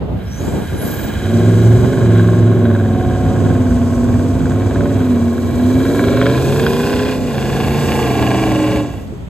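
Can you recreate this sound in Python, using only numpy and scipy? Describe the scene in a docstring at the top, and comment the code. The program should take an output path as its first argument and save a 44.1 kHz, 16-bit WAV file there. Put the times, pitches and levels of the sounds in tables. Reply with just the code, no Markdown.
"""First a light wind and distant surf, then a V8 diesel four-wheel-drive drags a caravan through soft beach sand.
The turbo is a whistle that climbs with boost, plus hissing air; the spinning tyres are noise in uneven spurts.
The exhaust is tones at multiples of the engine cycle, swelling at resonances, with rushing gas and a buzzing rasp.
Uneven firings ring the engine bay as clatter and sharp knocks. The revs climb, drop with a gear change and
climb again; as the truck draws alongside the driver lifts off, the sound fades and one soft thump follows."""
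import sys
import numpy as np
from scipy import signal
from scipy.fft import rfft, irfft, next_fast_len
from scipy.io import wavfile

SR = 44100
rng = np.random.default_rng(int(sys.argv[2]) if len(sys.argv) > 2 else 0)


def master(y):
    """Save y as 16-bit WAV."""
    cut = np.clip(np.atleast_2d(y).T, -1, 1)
    pcm = np.round(cut * 32767)  # scale
    wavfile.write(sys.argv[1], SR, pcm.astype(np.int16))


N = 409688
TIME = np.arange(N) / SR
FREQS = np.maximum(np.arange(N // 2 + 1) * SR / N, 1)

# An "order" is a tone at a whole multiple of the engine cycle; one cycle is two turns of the engine.
# "Relative" levels set the balance inside a layer; the layer's own level is applied later.

# colour of the surf: (frequency [Hz], relative level per Hz [dB])
SURF_COLOUR = [(40, 4), (100, 5), (400, -5), (800, -13), (1600, -21.5), (3500, -26), (8000, -56),
               (15000, -59)]
# colour of the wind's low rumble: (frequency [Hz], relative level per Hz [dB])
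WIND_COLOUR = [(20, -30), (32, -29), (48, -11), (62, 0), (85, -4.5), (120, -3.5), (200, -8.5), (500, -48)]
# colour of the gusts' tearing flutter: (frequency [Hz], relative level per Hz [dB])
GUST_COLOUR = [(40, -11), (100, 2), (250, 1.5), (450, -3.5), (700, -9.5), (1100, -20), (2200, -36),
               (4000, -41)]
# strongest gusts: (time [s], half length [s], rumble level [dB], flutter level [dB])
GUSTS = [(0.028, 0.011, -30, -21.5), (0.123, 0.068, -21, -23), (0.423, 0.026, -23, -20.5),
         (0.482, 0.0068, -34, -16.5), (0.568, 0.057, -27, -17.5), (0.74, 0.011, -17.5, -21),
         (0.87, 0.083, -38, -20), (1.085, 0.067, -37, -22), (1.74, 0.14, -17.5, -26),
         (1.844, .008, -17, -14), (3.087, 0.061, -17, -40), (3.28, 0.037, -13.5, -37),
         (3.492, 0.1, -17.5, -21.5), (3.734, 0.049, -15.5, -37), (3.97, 0.018, -22, -42),
         (4.13, 0.077, -16.5, -23), (4.426, 0.14, -18.5, -30), (4.799, 0.034, -17, -25),
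         (5.082, 0.018, -21, -43), (5.777, 0.021, -16, -23), (6.45, 0.29, -29.5, -47),
         (7.68, 0.029, -18, -38), (8.5, 0.057, -39, -25)]
# steady wind: level, strength of its eddies, and how often they change
BREEZE_DB, EDDY_DB, EDDIES_PER_S = -28.5, 2.5, 11

# colour of the flung sand: (frequency [Hz], relative level per Hz [dB])
SAND_COLOUR = [(4500, 1), (5400, 2), (6400, 3.5), (8000, 3), (9000, 1.5), (10500, -34), (13000, -42)]
# three layers over time, before the trims below:
# (time [s], clatter level [dB], sand spray level [dB], turbo air level [dB])
LAYER_LEVELS = [(0.0, -83, -70, -70), (0.2, -44.5, -61.5, -59), (0.46, -36.5, -43, -46.5),
                (0.59, -37, -48.5, -50), (0.77, -34.5, -48, -50), (0.88, -32, -41.5, -40),
                (1.16, -30.5, -45, -49), (1.45, -30.5, -42, -51), (1.85, -32.5, -44, -50),
                (2.09, -33, -46.5, -55), (2.19, -30.5, -45, -51), (2.28, -35, -46.5, -55),
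                (2.56, -37, -49.5, -57), (2.65, -39, -50.5, -56), (2.76, -39, -50, -56),
                (3.3, -38, -47.5, -55.5), (3.91, -39.5, -45.5, -53.5), (4.76, -38, -47.5, -55.5),
                (5.02, -35.5, -46.5, -51), (5.3, -40.5, -48, -53), (5.98, -30, -42, -44.5),
                (6.26, -27, -43.5, -47), (6.44, -28.5, -39, -43.5), (6.7, -26.5, -40, -42),
                (7.12, -26, -41.5, -46), (7.19, -33, -45, -50), (7.94, -24.5, -38, -41.5),
                (8.36, -25.5, -40.5, -46.5), (8.77, -26.5, -43, -48), (8.85, -36, -49, -56),
                (9, -42, -54, -58), (9.12, -63, -57.5, -63), (9.29, -77, -62, -69)]
CLATTER_TRIM_DB, SAND_TRIM_DB, AIR_TRIM_DB = -2, 2.5, 3.5

# what the thump rings with: (frequency [Hz], decay [s], level [dB])
THUMP_MODES = [(95, .014, -20), (350, .01, -18), (410, .035, -26), (640, .012, -36)]
THUMP_S = 9.122  # after the load comes off

# turbo whistle before wobble and flicker: (time [s], pitch [Hz], level [dB])
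WHISTLE = [(0, 4800, -95), (.2, 5200, -72), (.29, 5600, -44), (.45, 6900, -43), (.53, 7750, -48),
           (.62, 8600, -51), (.72, 9900, -55), (.8, 10950, -39), (.87, 11700, -31.5), (.91, 12600, -37),
           (1.04, 14100, -37), (1.08, 14900, -44), (1.15, 15500, -50), (1.35, 16950, -95)]
WHISTLE_WOBBLE, WHISTLE_FLICKER_DB = .011, 3  # wobble is a share of the pitch
# colour of the turbo's air: (frequency [Hz], relative level per Hz [dB])
TURBO_AIR_COLOUR = [(8000, -47), (10000, -3), (11300, 3), (12500, -6.5), (14000, -8), (15500, -11)]

# engine speed: (time [s], speed [rpm])
REVS = [(0.0, 1548.0), (0.5, 1771.0), (1.2, 2353.0), (1.4, 2554.0), (1.6, 2654.0), (1.85, 2814.0),
        (2.0, 2867.0), (2.1, 2621.0), (2.3, 2620.0), (2.55, 2643.0), (2.75, 2448.0), (2.95, 2391.0),
        (3.2, 2374.0), (3.45, 2414.0), (3.65, 2278.0), (3.85, 2207.0), (4.1, 2222.0), (4.3, 2278.0),
        (4.6, 2378.0), (4.9, 2486.0), (5.05, 2339.0), (5.2, 2168.0), (5.4, 2182.0), (5.55, 2222.0),
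        (5.8, 2405.0), (6.0, 2627.0), (6.25, 2854.0), (6.45, 3272.0), (6.6, 3430.0), (6.9, 3730.0),
        (7.12, 3879.0), (7.25, 3768.0), (7.37, 3223.0), (7.6, 3284.0), (7.8, 3468.0), (7.92, 3435.0),
        (8.05, 3178.0), (8.1, 3036.0), (8.2, 2970.0), (8.4, 2978.0), (8.6, 2846.0), (8.76, 2845.0),
        (8.88, 2670.0), (9.29, 2266.0)]
SPEED_FLUTTER = .0006  # share of the speed
# how hard the engine pulls, through boost, bogging down, gear change and lift-off: (time [s], effort [dB])
EFFORT = [(0, -12.5), (.95, -13), (1.19, -8), (1.33, 0), (2.6, 0), (4, 0.5), (5.4, -2.5), (6.15, 1),
          (7.12, -2), (7.25, -4.5), (7.38, -1), (8.2, 2), (8.79, -0.5), (8.9, -6.5), (9.29, -24)]
# from the truck's heading to the listener, 0 head-on, 90 abreast: (time [s], bearing [degrees])
BEARING = [(0, 24.4), (3, 26.15), (5.2, 32.5), (6.1, 41.6), (7.2, 54.3), (8.2, 66.2), (9.29, 84.4)]
FLANK_FROM_DEG, FLANK_OVER_DEG = 30.4, 18.3  # where the flank comes into view, and over what angle
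SPUTTER_DB = 2.8  # how unevenly the engine labours

# sharp knocks in every cycle: (place in the cycle [0-1], relative level [dB])
KNOCK_PATTERN = [(0, 0), (.22, -2), (.38, -9), (.58, -8), (.82, -8)]
# how hard the engine knocks, before KNOCK_DB: (time [s], relative level [dB])
KNOCKING = [(0, -55), (1.3, -38), (1.8, -26), (2.1, -25), (2.18, -20), (2.3, -26), (2.55, -25), (2.68, -20),
            (2.9, -24), (3.5, -25), (4.2, -29), (4.8, -24), (5.4, -32), (5.75, -26), (5.95, -19),
            (6.3, -17.5), (6.42, -26), (6.65, -20), (7.08, -21), (7.2, -40), (7.38, -21), (7.7, -20),
            (7.96, -17), (8.3, -15), (8.5, -17), (8.76, -20), (8.85, -42), (9.29, -65)]
# single knocks with a moment and level of their own, before KNOCK_DB: (time [s], relative level [dB])
SINGLE_KNOCKS = [(2.196, -15), (2.654, -18), (5.994, -15), (6.172, -15), (6.215, -13), (6.225, -15),
                 (6.258, -14.5), (6.266, -10.5), (6.596, -13), (6.665, -11.5), (8.226, -13.5), (8.266, -13),
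                 (8.315, -11.5), (8.437, -14), (8.771, -17)]
KNOCK_DB, KNOCK_SCATTER_DB, KNOCK_JITTER_S = 15.5, 2.2, .00007
RATTLE_DECAY_S, RATTLE_DB = .0035, 0  # short rattle after each knock; level against the knock
# what the knocks ring with, from the front round to alongside:
# (frequency [Hz], width [Hz], relative level [dB])
KNOCK_FRONT = [(700, 120, -1), (1080, 130, -3.5), (1553, 155, 1.5), (2280, 300, -16.5), (3340, 270, -18),
               (3840, 120, -16)]
KNOCK_QUARTER = [(600, 133, 6.5), (1080, 84, 0.5), (1490, 280, 1.5), (2290, 105, 0), (3280, 200, -8),
                 (4070, 470, -17)]
KNOCK_FLANK = [(980, 130, 0.5), (1575, 160, 4), (2670, 85, -5), (3270, 160, -2.5), (4970, 370, -11)]
KNOCK_SIDE = [(750, 140, 6.5), (1075, 94, 3), (1680, 130, -3), (2350, 240, -3), (2810, 130, -2),
              (3500, 220, -12), (4540, 640, -16)]
# which knock resonances are heard from where: (bearing [degrees], resonances [table])
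KNOCK_VIEWS = [(28, KNOCK_FRONT), (42, KNOCK_QUARTER), (49, KNOCK_FLANK), (60, KNOCK_SIDE)]

# engine bay resonances, from the front round to alongside:
# (frequency [Hz], width [Hz], relative level [dB])
BAY_FRONT = [(990, 330, -11), (1438, 42, -1), (1617, 73, 2), (2080, 310, -11.5), (2400, 120, -10.5),
             (3165, 280, -10), (3900, 140, -9.5), (4670, 110, -40)]
BAY_BOW = [(966, 35, 4.5), (1090, 25, 3.5), (1276, 38, 1), (1466, 45, 1.5), (1614, 30, -3),
           (1960, 130, -10), (2480, 740, -10.5), (3260, 210, -14.5), (3810, 215, -14.5)]
BAY_QUARTER = [(1007, 39, -3.5), (1374, 51, -7.5), (1645, 40, 1), (1925, 38, -8.5), (2310, 48, -5),
               (2800, 170, -20), (3220, 140, -13.5), (3950, 210, -11)]
BAY_FLANK = [(1015, 21, 5.5), (1490, 110, -9), (2040, 110, -11.5), (2463, 44, -0.5), (2640, 37, -5),
             (2840, 23, -4), (3530, 200, -11.5), (4230, 210, -13.5), (4980, 150, -14.5)]
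BAY_SIDE = [(1041, 25, 9.5), (1410, 100, -3), (1647, 41, 7), (1940, 110, -0.5), (2335, 93, 0),
            (2685, 43, 4), (2875, 65, 1.5), (3360, 100, -3), (3760, 180, -9), (4360, 83, -8.5),
            (4900, 450, -15)]
# which bay resonances are heard from where: (bearing [degrees], resonances [table])
BAY_VIEWS = [(25.6, BAY_FRONT), (29, BAY_BOW), (40, BAY_QUARTER), (50, BAY_FLANK), (63, BAY_SIDE)]
CLATTER_ORDERLY = 1.6  # recurring part of the clatter against its random part
ORDER_SPREAD_DB = 2.0  # how much the orders of a recurring pattern differ in strength

# gas rushing from the tailpipe, from the front and from alongside:
# (frequency [Hz], relative level per Hz [dB])
GAS_FRONT = [(50, -21), (90, 6), (140, -0.5), (190, -5.5), (250, 2.5), (310, -9.5), (400, -4.5), (520, -10),
             (700, -15.5), (900, -22), (1200, -24)]
GAS_SIDE = [(50, -11), (90, 1.5), (140, -4), (190, -2.5), (250, -3.5), (310, -4.5), (400, -5), (520, -11.5),
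            (700, -11), (900, -28), (1200, -31)]
# upper resonances of the pipe, from the front and from alongside:
# (frequency [Hz], width [Hz], relative level [dB])
RASP_MODES = [(372, 38, 1), (454, 39, -0.5), (550, 39, -1), (676, 23, 6.5), (800, 210, -11), (1073, 24, 0)]
RASP_SIDE = [(460, 77, 3.5), (580, 52, -7), (692, 31, 8.5), (790, 45, -3), (853, 47, 3.5), (1100, 47, -0.5)]
# which rasp resonances are heard from where: (bearing [degrees], resonances [table])
RASP_VIEWS = [(43, RASP_MODES), (58, RASP_SIDE)]
RASP_AIR = 0.25  # random part of the rasp against its recurring part

# what the uneven firing of the two banks leaves in the growl: (order [per cycle], relative level [dB])
GROWL_ORDERS = [(6, 4), (7, 6), (8, 10), (9, 4.5), (10, -2), (12, -1.5), (14, 6.5), (15, 0), (16, 13),
                (17, -1), (18, 11), (19, -6), (20, 1.5), (21, -6), (22, 0), (23, -6), (24, 3), (25, 7.5),
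                (26, -5), (27, 11), (28, 4.5)]
# response of the exhaust pipe, from the front and from alongside: (frequency [Hz], relative level [dB])
PIPE_FRONT = [(110, -0.5), (150, -15), (185, -16), (215, -24), (255, 4), (300, -30.5), (365, -8.5),
              (420, -16), (480, -15), (530, -30), (570, -22.5), (740, -29), (1200, -37)]
PIPE_SIDE = [(110, -12), (160, -45), (205, -13), (255, -11.5), (300, -6.5), (345, -26), (410, -18.5),
             (485, -16), (520, -23), (565, -17), (630, -37), (740, -25.5), (1200, -31)]
# level rules of three exhaust layers: (level at 0 dB effort and cruise speed [dB],
# change per dB of effort [dB], change per doubling of speed [dB], change alongside [dB])
GROWL_LAW = (-21, 1.46, 8.5, -5)
GAS_LAW = (-20, 0.82, 5.5, -3)
RASP_LAW = (-31.5, 1.5, -4, 4.5)
CRUISE_RPM = 2500
# orders that boom or sing at a resonance of the pipe or the drive, which beams to one side; orders are rounded:
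# (order [per cycle], frequency [Hz], width [Hz], level at 0 dB effort [dB], beam bearing [degrees])
BOOMS = [(8, 176, 10, -18.5, 25), (7.95, 248.5, 22.5, -17, 57.2), (8, 194, 11, -28, 64.4),
         (10, 227, 8.2, -21.5, 23), (11, 231.8, 14, -13.5, 19.7), (11, 258, 24, -14.5, 37),
         (11, 260, 38, -21, 65.3), (14, 290, 31, -27, 33), (15, 282, 12.4, -28, 31),
         (15, 334, 17, -19.5, 18), (15, 413, 96, -24, 47), (16, 378, 39, -25.5, 21), (16, 460, 16, -18, 44),
         (16, 513, 37, -25.5, 44.5), (17, 364, 20, -21, 19.7), (17, 382, 56, -23, 37),
         (17, 463, 32, -25, 67), (18, 360, 34, -28, 36), (18, 426, 67, -20.5, 41), (18, 430, 27, -28, 77),
         (20, 364, 54, -25.5, 38.2), (20, 550, 28, -26.5, 48.3), (22, 463, 32, -24.5, 35.8),
         (22, 670, 60, -28.5, 28), (23, 550, 30, -22, 43), (23, 550, 15, -30, 71),
         (24, 560, 26, -22.5, 35.7), (24, 563, 19, -22.5, 71.4), (27, 490, 22, -33.5, 38),
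         (27, 670, 47, -30, 62), (28, 585.5, 27, -27, 30.4), (31, 860, 47, -28, 67.5),
         (31, 767, 43, -31, 70), (32, 850, 28, -29, 68), (33, 900, 30, -34, 68), (32, 890, 25, -35.5, 42),
         (37, 736, 18, -28.5, 23), (45, 1200, 20, -21, 80)]
BEAM_DEG, BOOM_PER_EFFORT = 7.34, 0.48  # spread of a beam; dB per dB of effort, for the drone's order
# deep throb, before wavering: (time [s], level [dB])
THROB = [(0, -31), (1.05, -33.5), (1.2, -24), (1.35, -13.5), (1.68, -8), (1.93, -19), (2.03, -14),
         (2.12, -9.5), (2.6, -12), (2.95, -18.5), (3.4, -17), (3.9, -21), (4.75, -19), (5.3, -21),
         (5.95, -25.5), (6.3, -14), (6.52, -18.5), (6.8, -26), (7.25, -36), (7.38, -20), (8.05, -20),
         (8.35, -21.5), (8.8, -25.5), (9, -41), (9.29, -54)]
# drone that sings while the engine labours, before wavering: (time [s], level [dB])
DRONE = [(0, -36.5), (2.45, -52), (2.8, -25), (3.3, -24.5), (3.65, -15.5), (4.05, -15.5), (4.5, -22),
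         (4.95, -22.5), (5.12, -14), (5.45, -20), (5.68, -11), (6, -22), (6.35, -29.5), (6.7, -21),
         (7.05, -22), (7.25, -35.5), (7.9, -26.5), (8.25, -24), (8.6, -16), (8.81, -16.5), (8.92, -39),
         (9.29, -48)]
THROB_ORDER, DRONE_ORDER = 5, 13
THROB_WAVER_DB, BOOM_WAVER_DB = 1.3, 1.56  # unsteadiness of throb and drone, and of the other orders

# phase by which the left port leads the right: (frequency [Hz], lead [radians])
PORT_PHASE = [(20, 0), (2100, .1), (2900, 1.05), (4900, 1.3), (6300, 5.7), (7400, 6.3), (8100, 6.2),
              (8900, 3.8), (10000, 3.15), (10600, 2.9), (13000, 0), (14300, -.1), (15500, -2.8)]
TOP_HZ, FADE_S = 15700, .006  # top of the treble; fade at each end


def undb(db):
    """Turn decibels into gain."""
    return 10 ** (np.asarray(db) / 20)


def unit(x):
    """Scale to rms 1."""
    return x / np.sqrt(np.mean(x ** 2))


def curves(table):
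    """Join each column of a table by straight lines over time, one value a sample."""
    s, *columns = np.transpose(table)
    return [np.interp(TIME, s, c) for c in columns]


def response(points, hz):
    """Gain of a (frequency, dB) shape; it falls away steeply beyond its ends."""
    f, db = np.transpose(points)
    outside = np.minimum(1, np.minimum(hz / f[0], f[-1] / hz))
    return undb(np.interp(np.log(hz), np.log(f), db)) * outside ** 4


def colour(x, points):
    """Filter a sound through a (frequency, dB) shape; rms 1."""
    size = next_fast_len(N, True)
    hz = np.maximum(np.arange(size // 2 + 1) * SR / size, 1)
    return unit(irfft(rfft(x, size) * response(points, hz), size)[..., :N])


def walk(rate, time=TIME):
    """Random wandering with about rate new values a second; spread near 1."""
    knots = rng.standard_normal(1024)
    return 1.2 * np.interp(time * rate, np.arange(len(knots)), knots)


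def air_noise(spread):
    """Two channels of noise; spread is the size of the part they do not share."""
    mid, side = rng.standard_normal((2, N))
    return unit(mid + spread * side * np.array([[1], [-1]]))


def resonate(x, modes, size=4096):
    """Ring resonances with dark valleys between them: sudden attack, short tail; rms 1."""
    f = np.arange(size // 2 + 1) * SR / size
    power = sum(undb(2 * db) / (1 + ((f - hz) / width) ** 2) ** 2 for hz, width, db in modes)
    # the cepstrum (spectrum of the log spectrum) gives a ring with its energy as early as possible
    cepstrum = irfft(np.log(power))[:size // 2]
    ring = irfft(np.exp(rfft(cepstrum * (np.arange(size // 2) > 0), size)))
    return unit(signal.oaconvolve(np.atleast_2d(x), ring[None], axes=1)[:, :N])


def turning(x, views, bearing):
    """Blend the resonances heard from neighbouring bearings as the truck turns past."""
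    angles = [angle for angle, _ in views]
    blend = 0
    for share, (_, modes) in zip(np.eye(len(views)), views):
        blend = blend + np.sqrt(np.interp(bearing, angles, share)) * resonate(x, modes)
    return blend


def surf():
    """Breakers far down the beach: coloured noise that swells slowly."""
    return undb(-31.5 + 0.27 * walk(0.57)) * colour(air_noise(spread=1.0), SURF_COLOUR)


def wind():
    """Eddies rumble on the microphone ports; the strongest gusts also flutter up into the midrange."""
    rumble, flutter = undb(BREEZE_DB + EDDY_DB * walk(EDDIES_PER_S)), 0
    for s, length, rumble_db, flutter_db in GUSTS:
        swell = np.exp(-.5 * ((TIME - s) / length) ** 2)
        rumble = np.hypot(rumble, undb(rumble_db) * swell)
        flutter = flutter + undb(flutter_db) * swell
    low = rumble * colour(air_noise(spread=0.23), WIND_COLOUR)
    tearing = flutter * undb(0.4 * walk(60)) * colour(air_noise(spread=0.58), GUST_COLOUR)
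    return low + tearing


def sand(level_db):
    """The spinning tyres fling grains of uneven strength in spurts."""
    grains = air_noise(spread=.4) * undb(3 * rng.standard_normal(N))
    spurts_db = 1.0 * walk(90) + .6 * walk(14)
    return undb(level_db + SAND_TRIM_DB + spurts_db) * colour(grains, SAND_COLOUR)


def thump():
    """One soft blow sets the truck's body ringing low and briefly."""
    start = int(THUMP_S * SR)
    t = TIME[:N - start]
    contact = 1 - np.exp(-t / .002)  # softens the attack
    ring = sum(undb(db) * np.exp(-t / decay_s) * np.sin(2 * np.pi * hz * t) for hz, decay_s, db in THUMP_MODES)
    return np.pad(contact * ring, (start, 0))


def turbo(cycles, air_db):
    """A breathy whistle climbs as boost builds; the compressor's air hisses, throbbing with the engine."""
    whistle_hz, whistle_db = curves(WHISTLE)
    # slow noise shakes the tone's size and phase, so it sounds breathy rather than pure
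    breath = colour(rng.standard_normal((2, N)), [(5, 4), (220, 13), (550, -6), (1400, -12)])
    angle = 2 * np.pi * np.cumsum(whistle_hz * (1 + WHISTLE_WOBBLE * walk(45))) / SR
    whistle = breath[0] * np.cos(angle) + breath[1] * np.sin(angle)
    whistle_gain = undb(whistle_db + WHISTLE_FLICKER_DB * walk(40))
    throb = 1 + 0.19 * np.cos(2 * np.pi * THROB_ORDER * cycles)
    air = colour(air_noise(spread=0.023) * throb, TURBO_AIR_COLOUR)
    air_gain = undb(air_db + AIR_TRIM_DB + .3 * walk(70) + 0.65 * walk(9))
    return whistle_gain * whistle + air_gain * air


def knocking(cycles, bearing, size=512):
    """Set points in every cycle crack sharply and rattle briefly, ringing resonances that change with bearing."""
    place, place_db = np.transpose(KNOCK_PATTERN)
    turns = np.arange(1, int(cycles[-1]) - 1)
    times = np.interp((turns[:, None] + place).ravel(), cycles, TIME)
    chance = rng.standard_normal((len(times), size + 2))
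    times = times + KNOCK_JITTER_S * chance[:, 1]
    levels = np.interp(times, *np.transpose(KNOCKING)) + np.tile(place_db, len(turns))
    levels = levels + KNOCK_SCATTER_DB * chance[:, 0]
    for s, db in SINGLE_KNOCKS:
        nearest = np.argmin(abs(times - s))
        times[nearest], levels[nearest] = s, db
    tail = np.exp(-TIME[:size] / RATTLE_DECAY_S)
    tail = tail * undb(RATTLE_DB) / np.linalg.norm(tail)
    blows = np.zeros(N + size)
    for start, gain, rattle in zip((times * SR).astype(int), undb(levels + KNOCK_DB), chance[:, 2:]):
        blows[start] += gain
        blows[start:start + size] += gain * tail * rattle
    return np.std(blows) * turning(blows[:N], KNOCK_VIEWS, bearing)


def firings(cycles, count=8):
    """Each cylinder gives a sudden, decaying blow of its own strength, nearly the same on every cycle."""
    index = (cycles * count).astype(int)
    cylinder_db = 1.5 * rng.permutation(np.linspace(-1, 1, count))
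    scatter_db = 1.1 * rng.standard_normal(size=4096)
    decay = 0.81 + np.exp(-(cycles * count % 1) / 0.63)
    return undb(cylinder_db[index % count] + scatter_db[index]) * decay


def cycle_pattern(cycles, size=2048):
    """A pressure pattern that returns on every engine cycle; some of its orders are strong, some weak."""
    strength, phase = rng.standard_normal(size // 6), rng.random(size // 6)
    order_gain = undb(ORDER_SPREAD_DB * np.clip(strength, -1.5, 1.5))
    shape = irfft(order_gain * np.exp(2j * np.pi * phase), size)
    return unit(np.interp(cycles % 1 * size, np.arange(size), shape))


def clatter(cycles, blows, level_db, bearing):
    """The firings ring the engine bay, whose resonances shift as the truck turns past."""
    knocks = blows * (CLATTER_ORDERLY * cycle_pattern(cycles) + air_noise(spread=0.65))
    return undb(level_db + CLATTER_TRIM_DB) * turning(knocks, BAY_VIEWS, bearing)


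def drive_level(law, effort_db, rpm, beside):
    """Level in dB of an exhaust layer, which shifts with effort, with speed and as the flank comes into view."""
    db, per_effort, per_octave_db, beside_db = law
    return db + per_effort * effort_db + per_octave_db * np.log2(rpm / CRUISE_RPM) + beside_db * beside


def gas(cycles, beside, gas_db):
    """Gas rushes from the tailpipe, pulsing with the throb."""
    pulse = 1 + 0.53 * np.cos(2 * np.pi * THROB_ORDER * cycles)
    rush = air_noise(spread=0.41) * pulse * undb(1.0 * walk(30))
    front, side = colour(rush, GAS_FRONT), colour(rush, GAS_SIDE)
    return undb(gas_db) * (np.sqrt(1 - beside) * front + np.sqrt(beside) * side)


def rasp(cycles, blows, level_db, bearing):
    """The sharp fronts of the exhaust pulses buzz in the pipe's upper resonances."""
    buzz = blows * (cycle_pattern(cycles) + RASP_AIR * air_noise(spread=1.0))
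    return undb(level_db) * turning(buzz, RASP_VIEWS, bearing)


def growl(cycle_hz, beside, growl_db):
    """Gain of each growl order as it sweeps through the pipe's response."""
    gains = {}
    speeds = np.linspace(10, 40, 300)  # cycles a second
    for k, db in GROWL_ORDERS:
        front = np.interp(cycle_hz, speeds, response(PIPE_FRONT, round(k) * speeds))
        side = np.interp(cycle_hz, speeds, response(PIPE_SIDE, round(k) * speeds))
        gains[round(k)] = undb(db) * (front + beside * (side - front))
    # hold the orders' combined level at growl_db
    scale = undb(growl_db) / np.sqrt(sum(gain ** 2 for gain in gains.values()))
    return [(k, scale * gain) for k, gain in gains.items()]


def resonance(hz, centre_hz, width_hz):
    """Gain of a resonance for a tone that sweeps across it; 1 at the centre."""
    return 1 / (1 + ((hz - centre_hz) / width_hz * 1.3) ** 2)


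def booms(cycle_hz, effort_db, bearing):
    """Gain of orders that swell and fade as the revs cross resonances and the truck turns past."""
    push_db = BOOM_PER_EFFORT * effort_db
    gains = []
    for k, hz, width_hz, db, aim in BOOMS:
        level = undb(db + push_db * np.sqrt(k / DRONE_ORDER))  # higher orders depend more on effort
        beam = np.exp(-.5 * ((bearing - aim) / BEAM_DEG) ** 2)
        gains.append((round(k), level * beam * resonance(round(k) * cycle_hz, hz, width_hz)))
    return gains


def order_tone(cycles, order, waver):
    """One multiple of the engine cycle, its phase shaken by uneven combustion; rms 1."""
    return np.sqrt(2) * np.sin(2 * np.pi * (order * cycles + rng.random()) + waver * walk(22))


def exhaust(cycle_hz, cycles, effort_db, bearing, beside, growl_db, step=100):
    """One wavering tone for each order of throb, drone, growl and booms; gains are set every step samples."""
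    slow = slice(None, None, step)
    gains = [(THROB_ORDER, undb(curves(THROB)[0][slow])), (DRONE_ORDER, undb(curves(DRONE)[0][slow]))]
    gains += growl(cycle_hz[slow], beside[slow], growl_db[slow])
    gains += booms(cycle_hz[slow], effort_db[slow], bearing[slow])
    tones = 0
    for order in sorted({k for k, _ in gains}):
        gain = np.sqrt(sum(g ** 2 for k, g in gains if k == order))
        waver_db = THROB_WAVER_DB if order in (THROB_ORDER, DRONE_ORDER) else BOOM_WAVER_DB
        wavering = gain * undb(waver_db * walk(14, TIME[slow]))
        tones = tones + np.interp(TIME, TIME[slow], wavering) * order_tone(cycles, order, waver=.11)
    return tones


def scene():
    """Engine speed and effort drive the exhaust; level curves shape the other layers, with surf and wind around."""
    (rpm,), (effort_db,), (bearing,) = curves(REVS), curves(EFFORT), curves(BEARING)
    clatter_db, sand_db, air_db = curves(LAYER_LEVELS)
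    cycle_hz = rpm / 120 * (1 + SPEED_FLUTTER * walk(16))
    cycles = np.cumsum(cycle_hz) / SR
    beside = np.clip((bearing - FLANK_FROM_DEG) / FLANK_OVER_DEG, 0, 1)  # 0 front, 1 flank in full view
    growl_db = drive_level(GROWL_LAW, effort_db, rpm, beside)
    gas_db = drive_level(GAS_LAW, effort_db, rpm, beside)
    rasp_db = drive_level(RASP_LAW, effort_db, rpm, beside)
    blows = firings(cycles)
    # strong and weak firings, partly recurring on each cycle, shake the rasp and, half as much, the clatter
    sputter_db = SPUTTER_DB * (.45 * np.tanh(walk(35)) + .35 * np.cos(2 * np.pi * cycles))
    background = surf() + wind() + sand(sand_db) + thump()
    engine = turbo(cycles, air_db) + knocking(cycles, bearing)
    engine = engine + clatter(cycles, blows, clatter_db + 0.5 * sputter_db, bearing)
    tailpipe = gas(cycles, beside, gas_db) + rasp(cycles, blows, rasp_db + sputter_db, bearing)
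    tailpipe = tailpipe + exhaust(cycle_hz, cycles, effort_db, bearing, beside, growl_db)
    return background + engine + tailpipe


def record(dry):
    """A phone's two ports hear the treble out of step; the loudest peaks are rounded and the top is cut."""
    lead = np.interp(FREQS, *np.transpose(PORT_PHASE))
    fade = np.minimum(1, np.minimum(TIME, TIME[::-1]) / FADE_S)
    shift = np.exp(.5j * lead * np.array([[1], [-1]]))  # half the lead on each side
    ports = irfft(rfft(dry * fade) * shift, N) * undb([[-.5], [.5]])
    rounded = ports / (1 + ports ** 8) ** (1 / 8)
    return signal.sosfilt(signal.ellip(8, .2, 70, TOP_HZ, fs=SR, output="sos"), rounded)


dry = scene()
out = record(dry)
master(out)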